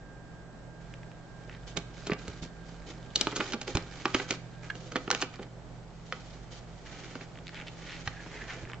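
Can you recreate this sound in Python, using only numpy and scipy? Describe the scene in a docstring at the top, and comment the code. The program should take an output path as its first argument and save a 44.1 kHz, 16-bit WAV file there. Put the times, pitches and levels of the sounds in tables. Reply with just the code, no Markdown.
"""Stiff paper booklet over a desk

A booklet is opened, folded back and smoothed flat close to a small stereo microphone. Its sheets slide
and creep as filtered fibre clicks, and snap, crinkle and rub as noise bursts and grains through resonances.
Fingertip ticks are short noise bursts; one squeak and the air puffs are decaying or swelling tones.
Desk, open kettle and small room answer; noise rumble, mains hum and a thin whine lie underneath."""
import sys
import numpy as np
from scipy import signal
from scipy.fft import rfft, irfft
from scipy.io import wavfile
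from scipy.ndimage import uniform_filter1d

SR = 44100
rng = np.random.default_rng(int(sys.argv[2]) if len(sys.argv) > 2 else 0)


def master_out(mix):
    """Clip the mix to full scale and print it as 16-bit PCM to the path in sys.argv[1]."""
    frames = np.transpose(np.atleast_2d(mix))
    ceiling = np.clip(frames, -1, 1)
    pcm = np.round(ceiling * 32767).astype(np.int16)
    wavfile.write(sys.argv[1], SR, pcm)


N = 388080
TIME = np.arange(N) / SR
FREQ = np.arange(N // 2 + 1) * SR / N

# body, crack and edge ranges of the paper: low_hz, high_hz
PAPER_RANGES = [(140, 650), (650, 2800), (2800, 8000)]
BODY_HZ, CRACK_HZ, EDGE_HZ = PAPER_RANGES


def undb(db):
    """Decibels to gain."""
    return 10 ** (np.asarray(db) / 20)


def unit(x):
    """Scale to rms 1."""
    return x / np.sqrt(np.mean(x ** 2) + 1e-18)


def band(x, edges_hz, order=3):
    """Causal band-pass."""
    return signal.sosfilt(signal.butter(order, edges_hz, "band", fs=SR, output="sos"), x)


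def ring(x, hz, q):
    """One resonance, gain 1 at its centre."""
    return signal.lfilter(*signal.iirpeak(hz, max(q, 1), fs=SR), x)


def over_freq(points):
    """Join (Hz, value) points on a log frequency axis."""
    hz, value = np.transpose(points)
    return np.interp(np.log(FREQ + 1), np.log(hz), value)


def shape(x, db):
    """Causal minimum-phase filter with the given gain per frequency."""
    cepstrum = irfft(np.log(undb(db)), N)
    cepstrum[1:N // 2] *= 2
    cepstrum[N // 2 + 1:] = 0
    return irfft(rfft(x) * np.exp(rfft(cepstrum)), N)


def walk(rate):
    """Smooth random motion of rms 1, with a new target `rate` times a second."""
    hold = max(int(SR / rate), 1)
    steps = np.repeat(rng.standard_normal(N // hold + 1), hold)
    return unit(uniform_filter1d(steps, hold)[:N])


def pan(db):
    """Left and right gains for a left-minus-right level difference."""
    gains = undb(np.array([[db], [-db]]) / 2)
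    return unit(gains)


def pair(mid, side, spread):
    """Two channels that differ by a share of side."""
    return (mid + spread * side * np.array([[1], [-1]])) / np.sqrt(1 + spread ** 2)


def add(out, s, sound):
    """Mix a sound in at a time in seconds."""
    i = int(s * SR)
    out[:, i:i + sound.shape[-1]] += sound[..., :N - i]


def grains(rate, scatter_db):
    """Fibres catching and letting go: random clicks, a few much larger than the rest."""
    size = undb(scatter_db * np.minimum(rng.exponential(size=N), 5))
    clicks = rng.random(N) < rate / SR
    return unit(clicks * size * rng.standard_normal(N))


# spectrum of the room air: pitch_hz, relative_level_db_per_hz
AIR_SPECTRUM = [(20, -11), (50, -5.5), (80, -13), (125, -5.5), (170, -9.5), (230, -12), (470, -16),
                (650, -15), (850, -19), (1000, -23.5), (1500, -24.5), (2400, -33), (8000, -40)]
# likeness of left and right in the air: pitch_hz, likeness_0_to_1
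AIR_LIKENESS = [(60, 0.5), (300, 0.76), (1000, 0.7), (2000, 0.2), (4000, 0), (8000, 0.3)]
# mains and motor hum: pitch_hz, middle_level_db_rms, waver_db
HUM_TONES = [(49.8, -56.5, -5), (121.8, -53, 3), (165.7, -54, 2.5)]
# thin whine: pitch_hz, middle_level_db_rms
WHINE_TONES = [(1600, -62.5), (1799, -75)]
AIR_DB, WHINE_END_S = -49, 4.72


def background(waver_db=2.0):
    """Shaped noise makes rumble and hiss; wavering sines make the hum and a whine that stops about halfway."""
    likeness = np.clip(over_freq(AIR_LIKENESS), 0, 1)
    mid, side = rfft(rng.standard_normal((2, N))) * undb(over_freq(AIR_SPECTRUM))
    air = unit(irfft(pair(mid * np.sqrt(1 + likeness), side * np.sqrt(1 - likeness), 1.0), N))
    air = undb(AIR_DB + .5 * walk(11)) * air * pan(-1.7)
    hum, whine = np.zeros(N), np.zeros(N)
    for hz, db, depth_db in HUM_TONES:
        level = undb(db + depth_db * np.tanh(walk(2.7)))
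        hum += level * np.sin(2 * np.pi * hz * TIME + 0.45 * walk(5))
    for hz, db in WHINE_TONES:
        whine += undb(db + waver_db * walk(15)) * np.sin(2 * np.pi * hz * TIME)
    whine = whine * np.clip((WHINE_END_S - TIME) * 20, 0, 1)
    # the root of two turns sine peaks into rms levels
    return air + np.sqrt(2) * (hum * pan(-4.0) + whine * pan(-8.5))


# every push gathers speed, eases off as it goes and dies away when the hand stops
SLIDE_ATTACK_S, SLIDE_SAG_DB, SLIDE_RELEASE_S = 0.015, -1.5, 0.019


def push(start, length):
    """Speed of one sliding movement: attack, sagging hold, release."""
    age = TIME - start
    attack = np.clip(age / SLIDE_ATTACK_S, 0, 1)
    hold = undb(SLIDE_SAG_DB * np.clip(age / length, 0, 1))
    release = np.exp(-np.clip((age - length) / SLIDE_RELEASE_S, 0, 20))
    return attack * hold * release


# pushes of paper over paper or skin, levels before colouring:
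# start_s, length_s, rub_db, flutter_re_rub_db, hiss_re_rub_db
PUSHES = [(0.8, 0.13, -59.5, -14, 4), (1.466, 0.072, -59.5, 4, -2), (1.661, 0.042, -53.5, -3, 13),
          (1.751, 0.025, -50.5, 11.5, -14), (1.93, 0.15, -56, 1, 9.5), (2.07, 0.05, -48, 3, -2),
          (2.174, 0.21, -54.5, 0, 8), (2.416, 0.028, -47.5, 7.5, 12.5), (2.652, 0.11, -61, 1, 10),
          (2.857, 0.05, -49.5, 4, 9), (3.17, 0.15, -45, 1.5, 7.5), (3.36, .15, -43.5, -3, 6.5),
          (3.665, 0.042, -43.5, 5.5, 9), (3.75, 0.07, -48, -0.5, -2), (3.9, 0.12, -52.5, -3, 3),
          (4.144, 0.08, -48, -11, 12.5), (4.276, 0.07, -47, 0, 11), (4.621, 0.052, -48.5, -2, 3),
          (4.744, 0.42, -64, 10, 16), (5.112, 0.12, -48, -8, 10), (5.318, 0.046, -56, -2, -5),
          (5.403, 0.023, -50.5, 6, -3), (6.048, 0.29, -66, -18, 17), (6.504, 0.079, -56, -3, 12.5),
          (6.847, 0.39, -49, -4.5, 4), (7.523, 0.1, -44.5, -13, -6), (7.765, 0.25, -48.5, -16, 4),
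          (8.034, 0.045, -48.5, -14, 6.5), (8.19, 0.1, -49.5, -5, 4), (8.303, 0.19, -46, -5, 1),
          (8.471, 0.069, -40.5, -8.5, 1.5), (8.553, 0.089, -48, 1.5, 2.5), (8.675, 0.063, -51.5, 3.5, 1)]
# creep under the grip, more while the sheets are worked hard: time_s, base_level_db
GRIP_CREEP = [(0.8, -67), (1.35, -62.5), (2.2, -63.5), (2.55, -63.5), (3.08, -58), (3.3, -56),
              (3.62, -58.5), (4.1, -47), (4.52, -62.5), (5.05, -61), (5.62, -65.5), (6.2, -56.5),
              (6.75, -57), (7.05, -51.5), (7.3, -59.5), (7.9, -50), (8.6, -58.5), (8.8, -67)]
# rub, flutter and hiss of the creep, in dB on its base level
CREEP_RUB_DB, CREEP_FLUTTER_DB, CREEP_HISS_DB = -2.5, -6, 3.5
HANDS_S = 0.8  # the hands begin to move


def friction_gains():
    """Gains of rub, flutter and hiss: the pushes add their power to the creep under the grip."""
    creep = undb(np.interp(TIME, *np.transpose(GRIP_CREEP)))
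    creep = creep * np.clip((TIME - HANDS_S) * 10, 0, 1)
    speeds, levels = [creep], [(CREEP_RUB_DB, CREEP_FLUTTER_DB, CREEP_HISS_DB)]
    for start, length, rub_db, flutter_db, hiss_db in PUSHES:
        speeds.append(push(start, length))
        levels.append((rub_db, rub_db + flutter_db, rub_db + hiss_db))
    return np.sqrt(undb(levels).T ** 2 @ np.array(speeds) ** 2)


# colour of sliding paper: pitch_hz, gain_db
SLIDING_COLOUR = [(100, -4), (300, 1), (700, -2), (1200, -5), (1900, 3), (2800, -2), (4500, -3.5),
                  (6500, -6.5), (8000, -17)]


def sliding(rub_gain, flutter_gain, hiss_gain, gain_db=-2, catch_db=1.5, pan_db=-2):
    """Dense fibre clicks that catch and ease as the sheets move; the hiss spreads from the whole page."""
    fibres, catch = grains(7000, 1.5), catch_db * walk(70)
    flutter = unit(band(grains(1500, 2.0), BODY_HZ))
    rub = pair(unit(band(fibres, CRACK_HZ)), unit(band(grains(7000, 2.5), CRACK_HZ)), 0.21)
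    hiss = pair(unit(band(fibres, EDGE_HZ)), unit(band(grains(6200, 2.3), EDGE_HZ)), 0.74)
    sound = flutter_gain * flutter + rub_gain * rub + hiss_gain * hiss
    sound = sound * undb(catch + gain_db)
    return shape(sound, over_freq(SLIDING_COLOUR)) * pan(pan_db)


# a fingertip sticks on the glossy page and lets go with a tick: start_s, level_db, centre_hz
TICKS = [(0.939, -50, 2700), (1.032, -56.5, 2000), (1.1163, -55.5, 2100), (1.4957, -48, 1700),
         (7.356, -55, 2200), (7.374, -52.5, 2200), (7.3875, -53.5, 2100), (7.4694, -47, 3300),
         (7.48, -47, 3200), (7.4925, -48, 2500), (7.545, -48.5, 2200), (7.555, -52, 2300),
         (7.574, -56, 2500), (7.6003, -47, 2200), (7.613, -46, 1900), (7.6217, -49.5, 2300),
         (8.6522, -49.5, 1900), (8.699, -46, 1700), (8.7175, -49.5, 1700), (8.7335, -42, 1650),
         (8.744, -50.5, 1900)]
SQUEAK_S, SQUEAK_DB, SQUEAK_HZ, SQUEAK_MS = 4.6992, -25.5, 1635, 8


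def fingertip(slip_s=0.0008, slip_width=1.34, size=512):
    """Skin sticks and slips on the gloss: slowly as single ticks, fast as one short rough squeak."""
    out, t = np.zeros((2, N)), np.arange(size) / SR
    for s, db, hz in TICKS:
        burst = rng.standard_normal(size) * np.exp(-t / slip_s)
        tick = unit(band(burst, (hz / slip_width ** 2, hz * slip_width), order=2))
        add(out, s, tick * undb(db) * pan(-1.0))
    swell = np.sin(np.pi * np.minimum(1000 * t / SQUEAK_MS, 1))
    grit = .35 * unit(band(rng.standard_normal(size), (1000, 3000), order=2))
    squeak = swell * (np.sin(2 * np.pi * SQUEAK_HZ * t) + grit)
    add(out, SQUEAK_S, undb(SQUEAK_DB) * squeak * pan(-7.5))
    return out


# the sheets are under strain: from_s, to_s
STRAIN_S = (1.4, 5.5)


def crinkle(rub_gain, rate=40, q=6, count=6, size=256):
    """Tiny creases give way while the sheets are bent; each small facet has its own pitch."""
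    strain = rub_gain * (TIME > STRAIN_S[0]) * (TIME < STRAIN_S[1])
    # a crease runs for about a millisecond
    fade, out = np.exp(-TIME[:size] / .0012), 0
    for hz in np.geomspace(1100, 4500, count):
        creases = signal.fftconvolve(grains(rate, 1.4), rng.standard_normal(size) * fade)[:N]
        facets = creases + 2 * ring(creases, hz, q)
        out = out + unit(band(facets, (600, 5000), order=2))
    return unit(out) * strain * pan(-4.5)


# fingers smooth the fold: middle_s, level_db, page_resonance_hz, half_length_s, resonance_q
FOLD_STROKES = [(1.528, -54.5, 1890, 0.024, 3.6), (7.575, -49, 2290, 0.019, 2.5),
                (7.677, -40, 2800, .007, 2), (7.917, -44.5, 2150, 0.042, 1.3),
                (8.163, -51.5, 1700, 0.05, 9.4), (8.365, -50, 1950, 0.022, 3.8),
                (8.414, -42.5, 1750, 0.011, 8.4), (8.509, -44, 1650, 0.013, 3),
                (8.555, -53.5, 1730, 0.11, 4.3)]


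def smoothing(catch_db=2, rate=2000, scatter_db=2):
    """Fingers drag along the fold; the pressed page rings under their grainy friction."""
    friction = band(grains(rate, scatter_db), (1250, 5000), order=2) * undb(catch_db * walk(90))
    out = 0
    for s, db, hz, half_s, page_q in FOLD_STROKES:
        page = unit(ring(friction, hz, page_q))
        swell = np.exp(-.5 * ((TIME - s) / half_s) ** 2)
        out = out + undb(db) * swell * page
    return out * pan(-1.6)


# a sheet buckles, levels before colouring:
# start_s, crack_db, body_re_crack_db, edge_re_crack_db, facet_hz, length_ms, left_minus_right_db
BUCKLES = [(1.768, -42.5, 0, 5, 2240, 2.9, -9.5), (1.7717, -34, -4, 5.5, 2260, 3, -8.5),
           (2.0696, -43, 4.5, 7.5, 2580, 4, 1), (2.0976, -37, 6.5, -28, 1130, 1.1, -3),
           (2.1184, -30, -1, -17, 2040, 3.3, -2), (2.133, -36.5, -21, -4.5, 2150, 2, 0.5),
           (2.28, -46.5, 5.5, 5, 2260, 2, -3), (3.158, -39, -0.5, 20, 4530, 2.54, -0.5),
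           (3.2112, -35, 0, 15, 4280, 2.3, 3), (3.2702, -28.5, -3.5, -5, 900, 1.3, -3),
           (3.325, -40.5, 2, -13, 1420, 3.4, -2), (3.362, -36, -1.5, 8, 6240, 6.7, -2),
           (3.4033, -35, 0.5, -17, 1410, 2.4, -4.5), (3.4062, -27.5, -7, -14, 2180, 3.9, -3),
           (3.522, -43, -4, 6.5, 3100, 2.5, -4), (3.5345, -33.5, -1, 1, 2350, 5.3, -3.5),
           (3.6147, -40.5, -3.5, 6, 2530, 3, -3.5), (3.6785, -40.5, -1.5, -2.5, 1460, 3.7, -5),
           (3.7521, -33.5, 1.5, 2.5, 1230, 3, -3), (3.771, -32, -3, 2.5, 4060, 1.6, -3),
           (4.0551, -24, -6.5, -6, 780, 2.2, -2), (4.1451, -25, -4.5, -2.5, 2950, 3.1, -3.5),
           (4.1498, -33, -4.5, -2, 1330, 1.6, -4), (4.165, -42, -7, -2, 3300, 1.8, 1),
           (4.1989, -32.5, -4.5, -8.5, 1570, 3.4, -3), (4.3073, -30, -2, 3.5, 2370, 2.9, -3),
           (4.326, -42, 1, 2, 2310, 1.5, -2), (4.7535, -49, 2.5, -0.5, 2780, 1.3, -6),
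           (4.92, -42, -1, -1, 1320, 3.1, -3.5), (4.9575, -28.5, -2, -6.5, 2130, 2.7, -3),
           (4.9639, -33, -3.5, -3, 3150, 2.7, -5), (5.078, -38, 1.5, -22, 1390, 1.8, -3),
           (5.1036, -27.5, -12.5, -0.5, 1310, 1.35, -4), (5.1129, -26.5, -8, 5, 1470, 1.35, -4),
           (5.1279, -35.5, -1.5, -3, 1330, 4.2, -3), (5.1489, -31, -6, 0, 3100, 0.91, -4),
           (5.216, -38.5, -4, 8.5, 6470, 5.4, 0), (5.2232, -28.5, -5.5, -2, 2440, 2.8, -3.5),
           (5.34, -49.5, -5, -3, 2400, 2.6, -2), (5.3939, -49.5, 11, -10, 1150, 4, -2),
           (5.429, -47.5, -2, -2.5, 1900, 3.5, -3), (6.124, -31.5, -11.5, -7.5, 2480, 2.2, -2.5),
           (7.1539, -42.5, 1.5, -5.5, 1590, 1.6, -1.5), (7.2106, -45, -4.5, -7, 935, 2.7, -4),
           (8.0753, -31.5, -15, -5.5, 1740, 2.5, -1), (8.2623, -50, 4.5, -17, 890, 1.9, -0.5)]


def snaps(body_stretch=3.6, edge_spread=0.086, ring_gain=1.0, ring_q=6.0, build_up=0.42, body_width=1.576,
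          settle_db=-14, settle_ms=17, settle_rate=330, dull_hz_per_db=220, size=4096):
    """Creases gather, the buckle kicks and runs on, then small creases settle; the body outlasts the edge."""
    lead = size // 8
    out, ms = np.zeros((2, N)), 1000 * (np.arange(size) - lead) / SR
    span = np.sqrt(.01 * SR)  # levels count over a hundredth of a second
    for s, db, body_db, edge_db, facet_hz, length_ms, pan_db in BUCKLES:
        creases = rng.standard_normal((4, size)) * undb(2 * rng.standard_normal((4, size)))
        # the kick as the buckle lets go
        creases[:, lead] = 1.5 * np.sqrt(SR / 1000) * rng.choice([-1, 1]) / max(length_ms, 1)
        age = np.abs(ms) / max(length_ms, .5)
        # a slow buckle is heard coming, a quick one is not
        gather = np.clip(build_up * (length_ms - 2), 0, .5) * np.exp(-age)
        # a heavy buckle moves more of the sheet and sounds lower
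        body_hz = 350 * 2 ** (-np.clip(body_db, -10, 3) / 22)
        body = creases[0] * np.where(ms < 0, gather / 2, np.exp(-age / body_stretch))
        body = band(body, (body_hz / body_width, body_hz * body_width), order=2)
        burst = creases[1:] * np.where(ms < 0, gather, np.exp(-(age / 1.38) ** 1.5))
        # a long buckle leaves a stronger ragged trail of ticks
        ticks = (rng.random(size) < settle_rate / SR) * (ms > 2 * length_ms)
        trail = creases[1:] * ticks * np.exp(-np.abs(ms) / settle_ms)
        trail_gain = undb(settle_db) * min(length_ms / 3.1, 1) ** 2
        burst = unit(burst) + trail_gain * unit(trail)
        # the facet that flips over rings at a pitch set by its size
        burst = burst + ring_gain * ring(burst, facet_hz, ring_q)
        crack = band(burst[0], CRACK_HZ)
        # a weak edge is also a dull one
        top_hz = np.clip(7003 + dull_hz_per_db * edge_db, 5000, EDGE_HZ[1])
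        edge = pair(*band(burst[1:], (EDGE_HZ[0], top_hz)), edge_spread)
        snap = undb(body_db) * unit(body) + unit(crack) + undb(edge_db) * unit(edge)
        add(out, s - lead / SR, snap * span / np.sqrt(size) * undb(db) * pan(pan_db))
    colour = [(150, 8.0), (400, 0.0), (1500, 2.0), (4000, 1.5), (6500, -1.0), (8000, -9)]
    return shape(out, over_freq(colour))


# a page or palm pushes air: start_s, starting_level_db, starting_pitch_hz, decay_ms
AIR_PUFFS = [(1.778, -26, 183, 7.8), (2.117, -24, 210, 5.9), (2.281, -37.5, 79.5, 27),
             (2.425, -30, 170, 22), (3.397, -24, 290, 5), (3.54, -26, 240, 10), (3.7514, -14, 114, 4.8),
             (3.7598, -23, 213, 6.3), (4.148, -16.5, 305, 9), (8.075, -25, 124, 5.5), (8.63, -34, 110, 8.5)]


def puffs(sag=0.12, size=8192):
    """A flapping page swings a few times, slower as it goes slack."""
    out, t = np.zeros((2, N)), np.arange(size) / SR
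    for s, db, hz, decay_ms in AIR_PUFFS:
        fade = np.exp(-1000 * t / decay_ms)
        phase = 2 * np.pi * np.cumsum(hz * (1 - sag * (1 - fade))) / SR
        add(out, s, -undb(db) * fade * np.sin(phase) * pan(-3.5))
    return out


# resonances of the held booklet above the desk: centre_hz, width_hz, boost_db
BOOKLET_MODES = [(305, 153, 4.5), (401, 44, 7), (826, 130, 3), (900, 63, 1), (1360, 420, 3.5),
                 (1670, 190, 0), (2260, 270, 0), (2750, 100, 0), (3220, 250, 2.5), (4070, 300, 1.5),
                 (6950, 500, 5.5)]
# share by which bending moves the resonances up and down, and changes of bend per s
BEND_SHARE, BEND_RATE = 0.027, 7


def booklet(x, gain_db=-4.0):
    """The booklet's resonances slide up as it is bent and down as it slackens."""
    def held(stretch):
        """Colour the sound with every resonance moved by one factor."""
        db = gain_db
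        for hz, width, boost_db in BOOKLET_MODES:
            db = db + boost_db / (1 + (2 * (FREQ - hz * stretch) / width) ** 2)
        return shape(x, db)

    slack, taut = held(1 - BEND_SHARE), held(1 + BEND_SHARE)
    bend = .5 + .5 * np.tanh(walk(BEND_RATE))
    return slack + bend * (taut - slack)


def desk(x, echo_gain=0.15):
    """The desk and the nearer hand return the sound a moment later, differently at each port."""
    lags_ms = np.array([[1.4, 3.3], [1.7, 3.1]])
    lags = (lags_ms * SR / 1000).astype(int)
    echo = np.array([np.roll(side, first) - np.roll(side, second)
                     for side, (first, second) in zip(x, lags)])
    return x + echo_gain * band(echo, EDGE_HZ, order=1)


# modes of the open kettle: pitch_hz, gain_db
KETTLE_MODES = [(510, 0.5), (826, -7), (1164, -5), (1264, -3.5), (1425, -4), (2228, -7.5), (2334, -7.5),
                (3085, -9.5)]


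def kettle(x, t60=.08):
    """The open kettle beside the booklet rings along; each mode dies by 60 dB in t60 seconds."""
    return sum(undb(db) * ring(x, hz, np.pi * hz * t60 / np.log(1000)) for hz, db in KETTLE_MODES)


def reflections(x, fade_s, shift_rate=7, count=4, size=2048):
    """Hands and sheets keep moving, so the quick reflections fade from one pattern into another."""
    fade = unit(np.exp(-TIME[:size] / fade_s) * (TIME[:size] > .002)) / np.sqrt(size)
    shares = np.array([walk(shift_rate) for _ in range(count)])
    shares = shares / np.linalg.norm(shares, axis=0)
    patterns = rng.standard_normal((count, 2, size)) * fade
    return sum(signal.oaconvolve((x * share)[None], pattern, axes=1)[:, :N]
               for share, pattern in zip(shares, patterns))


def room(x, near_db=-11, near_s=0.0074, tail_db=-14.5, t60=0.43, treble_db=-3):
    """Quick reflections from desk and hands, then a small room's tail; the treble is the most diffuse."""
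    t, mono = TIME[:SR], x.mean(axis=0)
    fade = unit(np.exp(-np.log(1000) * t / t60) * (t > .008))
    tail = fade * rng.standard_normal((2, SR)) / np.sqrt(SR)
    wet = undb(near_db) * reflections(mono, near_s)
    wet = wet + undb(tail_db) * signal.fftconvolve(mono[None], tail, axes=1)[:, :N]
    side = shape(wet[1], over_freq([(300, -15.5), (1500, -1.5), (4000, 5.5)]))
    colour = over_freq([(150, 3.3), (1400, 3.4), (6000, treble_db)])
    return x + shape(pair(wet[0], side, 0.71), colour) * pan(-2.0)


def scene():
    """The sheets sound through the booklet's resonances; with the fingers and puffs they fill the room."""
    left, right = snaps()
    # the bending sheet is nearer the right port, so the left hears it two samples later
    cracks = np.array([np.roll(left, 2), right])
    rub, flutter, hiss = friction_gains()
    paper = booklet(cracks + sliding(rub, flutter, hiss) + crinkle(rub))
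    near = desk(paper) + kettle(paper) + smoothing() + fingertip() + puffs()
    return room(near) + background()


TOP_HZ = 8000


def record(dry):
    """The small microphone passes next to nothing above its cut-off."""
    return signal.sosfilt(signal.ellip(10, .2, 70, TOP_HZ, fs=SR, output="sos"), dry)


dry = scene()
out = record(dry)
master_out(out)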